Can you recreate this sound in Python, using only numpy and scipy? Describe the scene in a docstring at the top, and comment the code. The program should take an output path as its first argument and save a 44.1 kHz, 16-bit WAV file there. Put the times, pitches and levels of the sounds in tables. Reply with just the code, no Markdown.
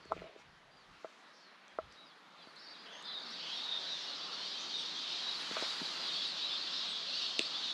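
"""Needles in tall spruce tops whistle as the wind rises: single thin glides crowd into a high hiss.
Each whistle is a sine gliding through an eddy's arch; far needles and boughs are fluttering coloured noise.
Close by, a sleeve rustles in scratchy clicks, and fingers knock and slide on a hand-held camera's case.
Twigs tick, and the camera clicks sharply near the end: short pushes through decaying modes."""
import sys
import numpy as np
from scipy import signal
from scipy.fft import rfft, irfft, next_fast_len
from scipy.io import wavfile
from scipy.ndimage import uniform_filter1d

SR = 44100
rng = np.random.default_rng(int(sys.argv[2]) if len(sys.argv) > 2 else 0)


def materialize(psi):
    """Save the field psi as 16-bit PCM at rate SR to the path in sys.argv[1].

    A 1-D psi becomes a single channel; in a 2-D psi each row is a channel.
    """
    bounded = np.clip(np.atleast_2d(psi).T, -1, 1)
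    quanta = np.round(bounded * 32767).astype(np.int16)
    wavfile.write(sys.argv[1], SR, quanta)


N = 340893

# Wind lulls, then rises; reference level for needles and boughs: time_s, gust_db
GUST = [(0.0, -64), (0.6, -73), (1.3, -66), (2.39, -63), (2.98, -57.5), (3.57, -43.5), (7.73, -38.5)]
# Rush of the boughs against the gust: gust_db, bough_level_db
BOUGH_LAW = [(-75.5, -63.5), (-64.5, -60.5), (-57.5, -55), (-40.5, -51)]
# Puffs through single crowns: middle_s, length_s, added_hiss_db (relative to the gust)
PUFFS = [(5.14, 0.13, -12.5), (6.12, 0.3, -17.5), (6.77, 0.079, -8.5), (7.19, 0.166, -10.5)]
# Finest needles set hissing higher by the gust front: middle_s, length_s, level_db
FINE_PUFFS = [(3.55, 0.13, -67.5), (3.95, 0.145, -56.5), (4.27, 0.19, -63), (4.9, 1, -58)]
# Relative spectrum shapes: frequency_hz, density_db (per Hz)
NEEDLE_COLOUR = [(1800, -39.5), (2400, -14.5), (3000, -7), (3700, -2), (4500, -4), (5200, -11), (6200, -20),
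                 (7800, -31), (9000, -42), (14000, -68.5)]
FINE_COLOUR = [(3500, -25), (5000, 2), (5800, 7.5), (7000, -9.5), (8500, -32.5), (14000, -60)]
BOUGH_COLOUR = [(25, -31), (85, -82.5), (120, -12), (170, 1.5), (500, 1), (800, 3), (1200, 5), (2000, 1.5),
                (4500, -8.5), (6500, -17.5), (8400, -27), (9500, -24.5), (12000, -32.5), (14000, -53)]
SLIDE_COLOUR = [(70, -39), (170, -2), (450, 4), (630, -1.5), (950, 8), (1280, 9.5), (2000, 7), (4000, 4),
                (7000, -3.5), (8700, -13.5), (10500, -17), (13000, -28), (15000, -41)]
RUMBLE_COLOUR = [(20, -15), (35, 1.5), (60, -5), (120, -4), (190, -3.5), (400, -56.5)]
# Nearby sprays: start_s, length_s, pitch_hz, glide (share of pitch), arch (share of pitch), level_db
WHISTLES = [(0, 0.13, 4388, -0.106, 0.013, -70), (.185, .12, 3936, -.22, 0.017, -72.5),
            (.52, 0.087, 3080, -.08, 0.012, -78), (.698, 0.161, 4044, -0.02, 0.185, -72),
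            (1.21, 0.13, 3874, 0, -0.0089, -75.5), (1.365, 0.044, 5300, -0.084, 0.024, -73.5),
            (1.396, 0.12, 4220, -.14, 0.039, -68.5), (1.675, 0.063, 3162, 0.01, 0.037, -68.5),
            (1.95, 0.125, 3674, 0.065, 0.065, -62), (2.047, 0.079, 4427, -0.18, 0.067, -68.5),
            (2.096, 0.0536, 3397, -0.016, -0.0064, -68), (2.361, 0.12, 3970, -0.027, 0.016, -67),
            (2.372, 0.079, 3230, -0.212, 0.07, -64), (2.412, 0.047, 4690, -0.048, 0.0063, -65),
            (2.462, 0.059, 4400, -0.068, 0.0029, -65.5), (2.635, 0.115, 4670, -0.015, -0.02, -61),
            (2.725, .07, 3850, -0.069, -0.015, -63.5), (2.915, 0.0735, 3275, -0.044, 0.022, -57.5),
            (2.905, 0.14, 6320, 0.064, 0.0097, -67), (3.02, 0.136, 3536, -0.062, 0.021, -52),
            (3.072, 0.049, 4000, -0.047, -0.0053, -48), (3.108, 0.056, 3955, -0.13, -0.011, -48),
            (3.12, 0.04, 4770, -0.053, -0.001, -58), (3.15, .05, 3753, -.07, -0.015, -45),
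            (3.185, 0.078, 3620, 0.017, 0, -56), (3.19, 0.145, 4467, -0.068, -0.0085, -56.5),
            (3.461, 0.12, 3340, 0.107, -0.032, -51.5), (3.47, 0.08, 6370, .06, -0.0022, -68),
            (3.516, 0.1136, 3806, -0.125, -0.026, -48.5), (3.52, 0.092, 5350, 0.018, 0.034, -57.5),
            (3.6, 0.129, 3735, -0.013, 0.017, -48), (3.68, 0.1223, 3623, -0.0244, 0.0184, -41),
            (3.855, 0.1355, 3531, -0.084, 0.09, -44.5), (4.0, 0.084, 5436, 0.0049, -0.028, -55),
            (4.1, 0.077, 3772, 0.125, 0, -52.5), (4.145, 0.078, 4350, -0.106, 0.172, -55.5),
            (4.31, 0.063, 4490, 0.043, -0.0084, -49.5), (4.435, 0.06, 3714, 0.049, 0.0022, -51),
            (4.49, 0.08, 4870, -0.172, 0.001, -53), (4.725, 0.104, 3700, -0.0236, -0.00091, -43),
            (4.765, .08, 8170, 0.0094, 0.03, -71), (4.94, 0.074, 3454, 0.089, -0.039, -47),
            (4.949, .085, 4575, 0.119, .015, -51.5), (5.09, 0.096, 3666, 0.0083, -0.0086, -48.5),
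            (5.17, 0.047, 4750, -0.049, -0.0062, -55), (5.22, 0.141, 3910, -0.095, -0.014, -45),
            (5.395, 0.039, 9250, -0.035, -0.022, -68), (5.565, 0.138, 3820, -.13, 0.0041, -47),
            (5.6, 0.071, 5220, 0.105, -0.0073, -51), (5.83, 0.04, 4304, -0.19, 0.033, -46.5),
            (5.989, 0.107, 4674, -0.119, 0.015, -48.5), (6.06, 0.145, 3622, -0.049, 0.017, -46),
            (6.12, 0.0784, 4416, 0.102, 0.0022, -44), (6.135, 0.12, 3345, 0.144, 0.008, -48),
            (6.26, 0.051, 8670, -0.085, 0.0084, -71), (6.41, 0.0764, 3788, 0.12, 0.025, -43.5),
            (6.49, 0.094, 3667, 0.07, -0.034, -43.5), (6.56, 0.09, 4173, 0.063, 0.0048, -48.5),
            (6.88, 0.059, 7930, -0.049, 0.011, -65), (6.92, 0.071, 3445, -0.0031, -0.013, -48.5),
            (7.105, 0.109, 4387, 0.096, 0.014, -44.5), (7.53, 0.0737, 3568, 0.09, -0.0099, -45),
            (7.62, 0.11, 3620, -0.167, 0.0062, -45.5)]
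# Whole branches stirred by an eddy: start_s, length_s, pitch_hz, spread (share of pitch), level_db
FLURRIES = [(1.328, 0.145, 4770, 0.109, -69.5), (1.9, 0.084, 4600, 0.109, -67.5),
            (2.554, 0.198, 4422, 0.096, -58), (2.701, 0.205, 4294, 0.123, -60.5),
            (2.851, 0.183, 3069, 0.0915, -57), (3.039, .2, 4146, .12, -52.5), (3.189, .26, 4448, .11, -54),
            (3.389, 0.191, 3149, 0.088, -51)]
# Sleeve as the camera is raised: middle_s, length_s, level_db
RUSTLES = [(.165, 0.079, -62), (.27, 0.126, -64), (.42, 0.098, -67)]
# Hand sliding on the case: middle_s, length_s, level_db
SLIDES = [(0.1695, 0.179, -65), (0.404, 0.048, -63.5), (1.051, 0.5, -66), (5.736, 1, -48),
          (5.59, 0.111, -52.5)]
# Skin sticking and slipping as the grip tightens, before the high-pass: middle_s, length_s, level_db
SQUEEZES = [(.122, 0.0208, -42.5), (.25, 0.158, -56.5)]
# Camera jolts as it is swung upward: middle_s, level_db
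JOLTS = [(.03, -72), (.18, -59.5), (.5, -66.5), (.71, -73.5), (.92, -70), (1.85, -64.5)]
# Knocks on the case, before the high-pass: start_s, peak_db, push_hz, abruptness (0-2)
KNOCKS = [(.056, -46.5, 298, 0.62), (.115, -40.5, 420, 0.8), (.120, -19, 928, 0.198),
          (.133, -40, 1000, 0.62), (.165, -38, 420, 0.46), (.177, -42.5, 450, 1), (.219, -37, 597, 0.55),
          (.242, -49, 640, 0.44), (.256, -48, 520, 0.43), (.271, -46.5, 603, 0.7), (.361, -43, 450, 0.304),
          (1.046, -31, 660, 0.523), (1.052, -41, 900, 0.96), (1.787, -22, 762, 0.577), (2.472, -45, 318, 1),
          (5.512, -33.5, 313, 0.71), (5.568, -25.5, 848, 0.64), (5.624, -29.5, 450, 0.81),
          (5.633, -35, 700, 0.37), (5.815, -35, 235, 0.414), (5.826, -43.5, 237, 0.91),
          (7.393, -27, 348, 0.56), (7.402, -37, 346, 0.275)]
# Twig ticks, then the camera's sharp click (last two rows), before high-pass and echo:
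# start_s, peak_db, push_hz, abruptness (0-2)
TICKS = [(.054, -53, 6500, 0.19), (.122, -44.5, 4970, 0.68), (.177, -46, 2330, 0.15),
         (1.681, -46.5, 5440, 0.226), (1.925, -48, 5950, 0.235), (2.561, -47.5, 5400, 0.58),
         (3.026, -43, 6740, 0.364), (3.305, -48.5, 7730, 0.73), (7.3927, -12.5, 3665, 0.87),
         (7.3938, -21.5, 3300, 0.61)]
# Modes of the case, and of the ticks and click: frequency_hz, relative_db, t60_s (before the choke)
CASE_MODES = [(254, 10, 0.0052), (450, 16, 0.00688), (640, 3, 0.0773), (807, -2, 0.0143), (1061, -4, 0.031),
              (1177, -7, 0.058), (1304.4, 9.5, 0.0274), (1983, -4, 0.05)]
TICK_MODES = [(2780, 10, 0.00336), (3550, 8, 0.0044), (6000, 3.5, 0.00183), (7727, 2, 0.00397)]

FLUTTER_DB, FLUTTER_PER_S = 0.7571, 14  # random surge and sag of the hiss
CREST_SKEW = 0.6485  # below 1: an eddy speeds up faster than it dies, so the arch crests early
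STRAND_S, FLURRY_ATTACK_S, FLURRY_RELEASE_S = 0.04, 0.01, 0.048
JOLT_LENGTH_S, CHOKE_S = 0.1274, 0.026


def undb(db):
    """Decibels to gain."""
    return 10 ** (np.asarray(db) / 20)


def unit(x):
    """Scale to an rms of one."""
    return x / np.sqrt(np.mean(x ** 2))


def butter(x, order, hz, kind):
    """Butterworth filter."""
    return signal.sosfilt(signal.butter(order, hz, kind, fs=SR, output="sos"), x)


def curve(rows):
    """Rows of (time_s, value) joined by straight lines."""
    return np.interp(np.arange(N) / SR, *np.transpose(rows))


def colour_db(points, hz):
    """Read a spectrum on a log-frequency axis."""
    point_hz, db = np.transpose(points)
    return np.interp(np.log(np.maximum(hz, 1)), np.log(point_hz), db)


def walk(rate_per_s, size=N):
    """Smooth random wandering with a spread near one."""
    k = max(int(SR / rate_per_s), 2)
    steps = np.repeat(rng.standard_normal(size // k + 2), k)
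    smooth = uniform_filter1d(uniform_filter1d(steps, k), k)
    return np.sqrt(2) * smooth[:size]


def add(out, start_s, sound):
    """Mix a sound in at a time, cutting what falls outside."""
    i = int(start_s * SR)
    lo, hi = max(i, 0), min(i + len(sound), len(out))
    if hi > lo:
        out[lo:hi] += sound[lo - i:hi - i]


def swells(events):
    """A bell of gain per (middle_s, length_s, level_db); length is taken at half height."""
    t = np.arange(N) / SR
    gain = np.zeros(N)
    for middle_s, length_s, db in events:
        octaves_down = np.minimum((2 * (t - middle_s) / length_s) ** 2, 20)
        gain += undb(db) * np.exp2(-octaves_down)
    return gain


def turbulence(points, flicker_db, flicker_per_s, count=18):
    """Coloured noise whose half-octave bands each flutter in level."""
    size = next_fast_len(N, True)
    hz = np.arange(size // 2 + 1) * SR / size
    spectrum = rfft(rng.standard_normal(size)) * undb(colour_db(points, hz))
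    band = np.clip(2 * np.log2(np.maximum(hz, 1) / 32), 0, count - 1).astype(int)
    out = np.zeros(N)
    for k in range(count):
        noise = irfft(spectrum * (band == k), size)[:N]
        out += noise * undb(flicker_db * walk(flicker_per_s))
    return unit(out)


def forest(x, wet_db, t60_s, build_s=0.073):
    """Trunks scatter a thin echo that builds up, then fades."""
    t = np.arange(SR) / SR
    echo = rng.standard_normal(SR) * undb(-60 * t / t60_s) * (1 - np.exp(-t / build_s))
    return x + undb(wet_db) * signal.fftconvolve(x, echo / np.linalg.norm(echo))[:N]


def boughs(gust_db):
    """The rush of the boughs grows with the wind more slowly than the needles' hiss."""
    level_db = np.interp(gust_db, *np.transpose(BOUGH_LAW))
    return undb(level_db) * turbulence(BOUGH_COLOUR, flicker_db=1.3, flicker_per_s=13)


def sleeve(catches_per_s=900, low_hz=1600, high_hz=3000):
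    """Threads of cloth catch and let go in a scratchy run of tiny clicks."""
    catches = (rng.random(N) < catches_per_s / SR) * rng.standard_normal(N) * undb(2 * walk(59.9))
    scratch = butter(catches, 3, [low_hz, high_hz], "bandpass")
    return swells(RUSTLES) * unit(scratch)


def ring(modes):
    """Fading tones of a struck object, choked soon after by whatever holds it."""
    t = np.arange(SR // 8) / SR
    choke = np.exp(-(t / CHOKE_S) ** 3)
    tones = sum(undb(db - 60 * t / t60_s) * np.sin(2 * np.pi * hz * t) for hz, db, t60_s in modes)
    return choke * tones


def blows(events, modes):
    """Each short push rings the modes near its own speed: soft ones few, abrupt ones a wide range."""
    out = np.zeros(N)
    for start_s, peak_db, push_hz, abruptness in events:
        ratio = 1 + max(abruptness, 0.05)
        edges_hz = [push_hz / ratio, min(push_hz * ratio, SR / 2 - 100)]
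        sound = butter(ring(modes), 2, edges_hz, "bandpass")
        add(out, start_s, undb(peak_db) * sound / np.abs(sound).max())
    return out


def creaks(slips_per_s=2500):
    """Skin sticks and slips in random impulses that ring the case."""
    slips = (rng.random(N) < slips_per_s / SR) * rng.standard_normal(N) * undb(2 * walk(42))
    slips = butter(slips, 2, [380, 800], "bandpass")  # soft skin wakes mainly the low modes
    return swells(SQUEEZES) * unit(signal.fftconvolve(slips, ring(CASE_MODES))[:N])


def hand():
    """Knocks, creaks, sliding skin and low rumble reach the microphone through the case."""
    slide = swells(SLIDES) * turbulence(SLIDE_COLOUR, flicker_db=1.5, flicker_per_s=27)
    shake = turbulence(RUMBLE_COLOUR, flicker_db=3, flicker_per_s=12)
    jolts = swells([(middle_s, JOLT_LENGTH_S, db) for middle_s, db in JOLTS])
    # the microphone passes little of the case's deepest notes
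    contact = butter(blows(KNOCKS, CASE_MODES) + creaks(), 2, 120, "highpass")
    return contact + slide + jolts * shake


def ticks_and_click():
    """Short pushes ring twig ticks and the camera's click, low notes filtered out; an echo follows."""
    snaps = butter(blows(TICKS, TICK_MODES), 6, 2150, "highpass")
    return forest(snaps, wet_db=-10.5, t60_s=0.13)


def whistle(length_s, hz, glide, arch, waver=0.00421):
    """Vortices shed by a needle: pitch follows an eddy's speed in an arch; high notes waver more."""
    size = max(int(length_s * SR), 64)
    u = np.linspace(-1, 1, size)
    rise = ((1 + u) / 2) ** CREST_SKEW
    contour = 1 + glide * u / 2 + arch * 4 * rise * (1 - rise)
    unrest = waver * hz / 4000 * walk(500, size)
    phase = 2 * np.pi * np.cumsum(hz * contour * (1 + unrest)) / SR
    swell = np.sqrt(1 - u ** 2) * (1 - u ** 8)
    return unit(np.sin(phase) * swell * undb(2 * walk(90, size)))


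def needle_swarm(gust_db, calm_per_s=170, gust_per_s=280, eddy_glide=0.03542, own_glide=0.05873, count=2200):
    """Short whistles: even, mostly falling in light air; in the gust some stand out. Eddies bend all."""
    rate_per_s = np.interp(gust_db, [-64, -42], [calm_per_s, gust_per_s])
    scatter_db = np.interp(gust_db, [-58, -44], [1.5, 3.2])
    trend = np.interp(gust_db, [-50, -42], [-0.06, 0]) + eddy_glide * walk(12)
    waver = np.interp(gust_db, [-60, -42], [0.008, 0.0075])
    pitches_hz = np.arange(2400, 7000, 10)
    share = np.cumsum(undb(colour_db(NEEDLE_COLOUR, pitches_hz)))
    share = share / share[-1]
    out = np.zeros(N)
    uniform_draws, normal_draws = rng.random((count, 4)), rng.standard_normal((count, 3))
    for (when, chance, pick, span), (slope, bend, strength) in zip(uniform_draws, normal_draws):
        i = int(when * N)
        if chance * count * SR / N > rate_per_s[i]:  # thin the candidates to the wanted rate
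            continue
        hz = np.interp(pick, share, pitches_hz)
        length_s = 0.03 + 0.05 * span
        arch = 0.01551 + 0.025186 * bend
        tone = whistle(length_s, hz, trend[i] + own_glide * slope, arch, waver[i])
        # the thickest and thinnest needles sing more weakly
        db = scatter_db[i] * np.clip(strength, -2, 1.4) + 1.05 * colour_db(NEEDLE_COLOUR, hz)
        add(out, i / SR - length_s / 2, tone * undb(db) / np.sqrt(rate_per_s[i]))
    return unit(out)


def spray(length_s, hz, glide, arch, spread, neighbour_db, count=3):
    """One eddy crosses needles of unlike thickness: rougher whistles glide beside the main one."""
    neighbours = 0
    for thinness, slope in rng.uniform(-1, 1, (count, 2)):
        pitch_hz = hz * np.exp(spread * thinness)
        neighbours = neighbours + whistle(length_s, pitch_hz, glide + spread * slope, arch, waver=0.01378)
    return unit(whistle(length_s, hz, glide, arch) + undb(neighbour_db) * neighbours)


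def flurry(length_s, hz, spread, glide=-0.0598, own_glide=0.0998, waver=0.01566, count=44):
    """Dozens of brief, ragged whistles overlap under a quick onset and a slower fade."""
    t = np.arange(int(length_s * SR)) / SR
    out = np.zeros(len(t))
    places = (np.arange(count) + rng.random(count)) / count
    for when, (thinness, slope, bend) in zip(places, rng.standard_normal((count, 3))):
        pitch_hz = hz * np.exp(spread * np.clip(thinness, -2, 2))
        strand = whistle(STRAND_S, pitch_hz, glide + own_glide * slope, 0.02006 * bend, waver)
        add(out, when * length_s - STRAND_S / 2, strand)
    attack = np.minimum(t / FLURRY_ATTACK_S, 1)
    release = np.minimum((length_s - t) / FLURRY_RELEASE_S, 1)
    return unit(out * attack * release)


def near_whistles():
    """Each eddy glides a nearby spray through its own arch, or stirs a whole branch into a flurry."""
    out = np.zeros(N)
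    for start_s, length_s, hz, glide, arch, db in WHISTLES:
        sound = spray(length_s, hz, glide, arch, spread=0.07, neighbour_db=-9.5)
        add(out, start_s, undb(db) * sound)
    for start_s, length_s, hz, spread, db in FLURRIES:
        add(out, start_s, undb(db) * flurry(length_s, hz, spread))
    return out


def crowns(gust_db, far_breadth=0.945):
    """Near whistles stand out of the swarm; the farthest merge into a smooth, broader hiss."""
    hiss_db = gust_db + 20 * np.log10(1 + swells(PUFFS)) + FLUTTER_DB * walk(FLUTTER_PER_S)
    far_colour = [(hz, far_breadth * db) for hz, db in NEEDLE_COLOUR]
    far = turbulence(far_colour, flicker_db=0.7, flicker_per_s=23)
    swarm = needle_swarm(gust_db) + undb(-0.3) * far
    # in light air most needles stay silent
    onset_db = np.interp(hiss_db, [-61, -47], [-9.8, -4.6])
    fine = swells(FINE_PUFFS) * turbulence(FINE_COLOUR, flicker_db=4.5, flicker_per_s=25)
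    return near_whistles() + undb(hiss_db + onset_db) * swarm + fine


def scene():
    """One gust drives the boughs and whistling crowns above; ticks, click and handling are close by."""
    gust_db = curve(GUST)
    whistling = forest(crowns(gust_db), wet_db=-10, t60_s=0.6)
    return (boughs(gust_db) + sleeve() + hand() + ticks_and_click() + whistling)[None]


def record(dry):
    """The camera cuts the treble steeply above 14 kHz."""
    return signal.sosfilt(signal.ellip(8, 0.2, 70, 14000, fs=SR, output="sos"), dry)


dry = scene()
out = record(dry)
materialize(out)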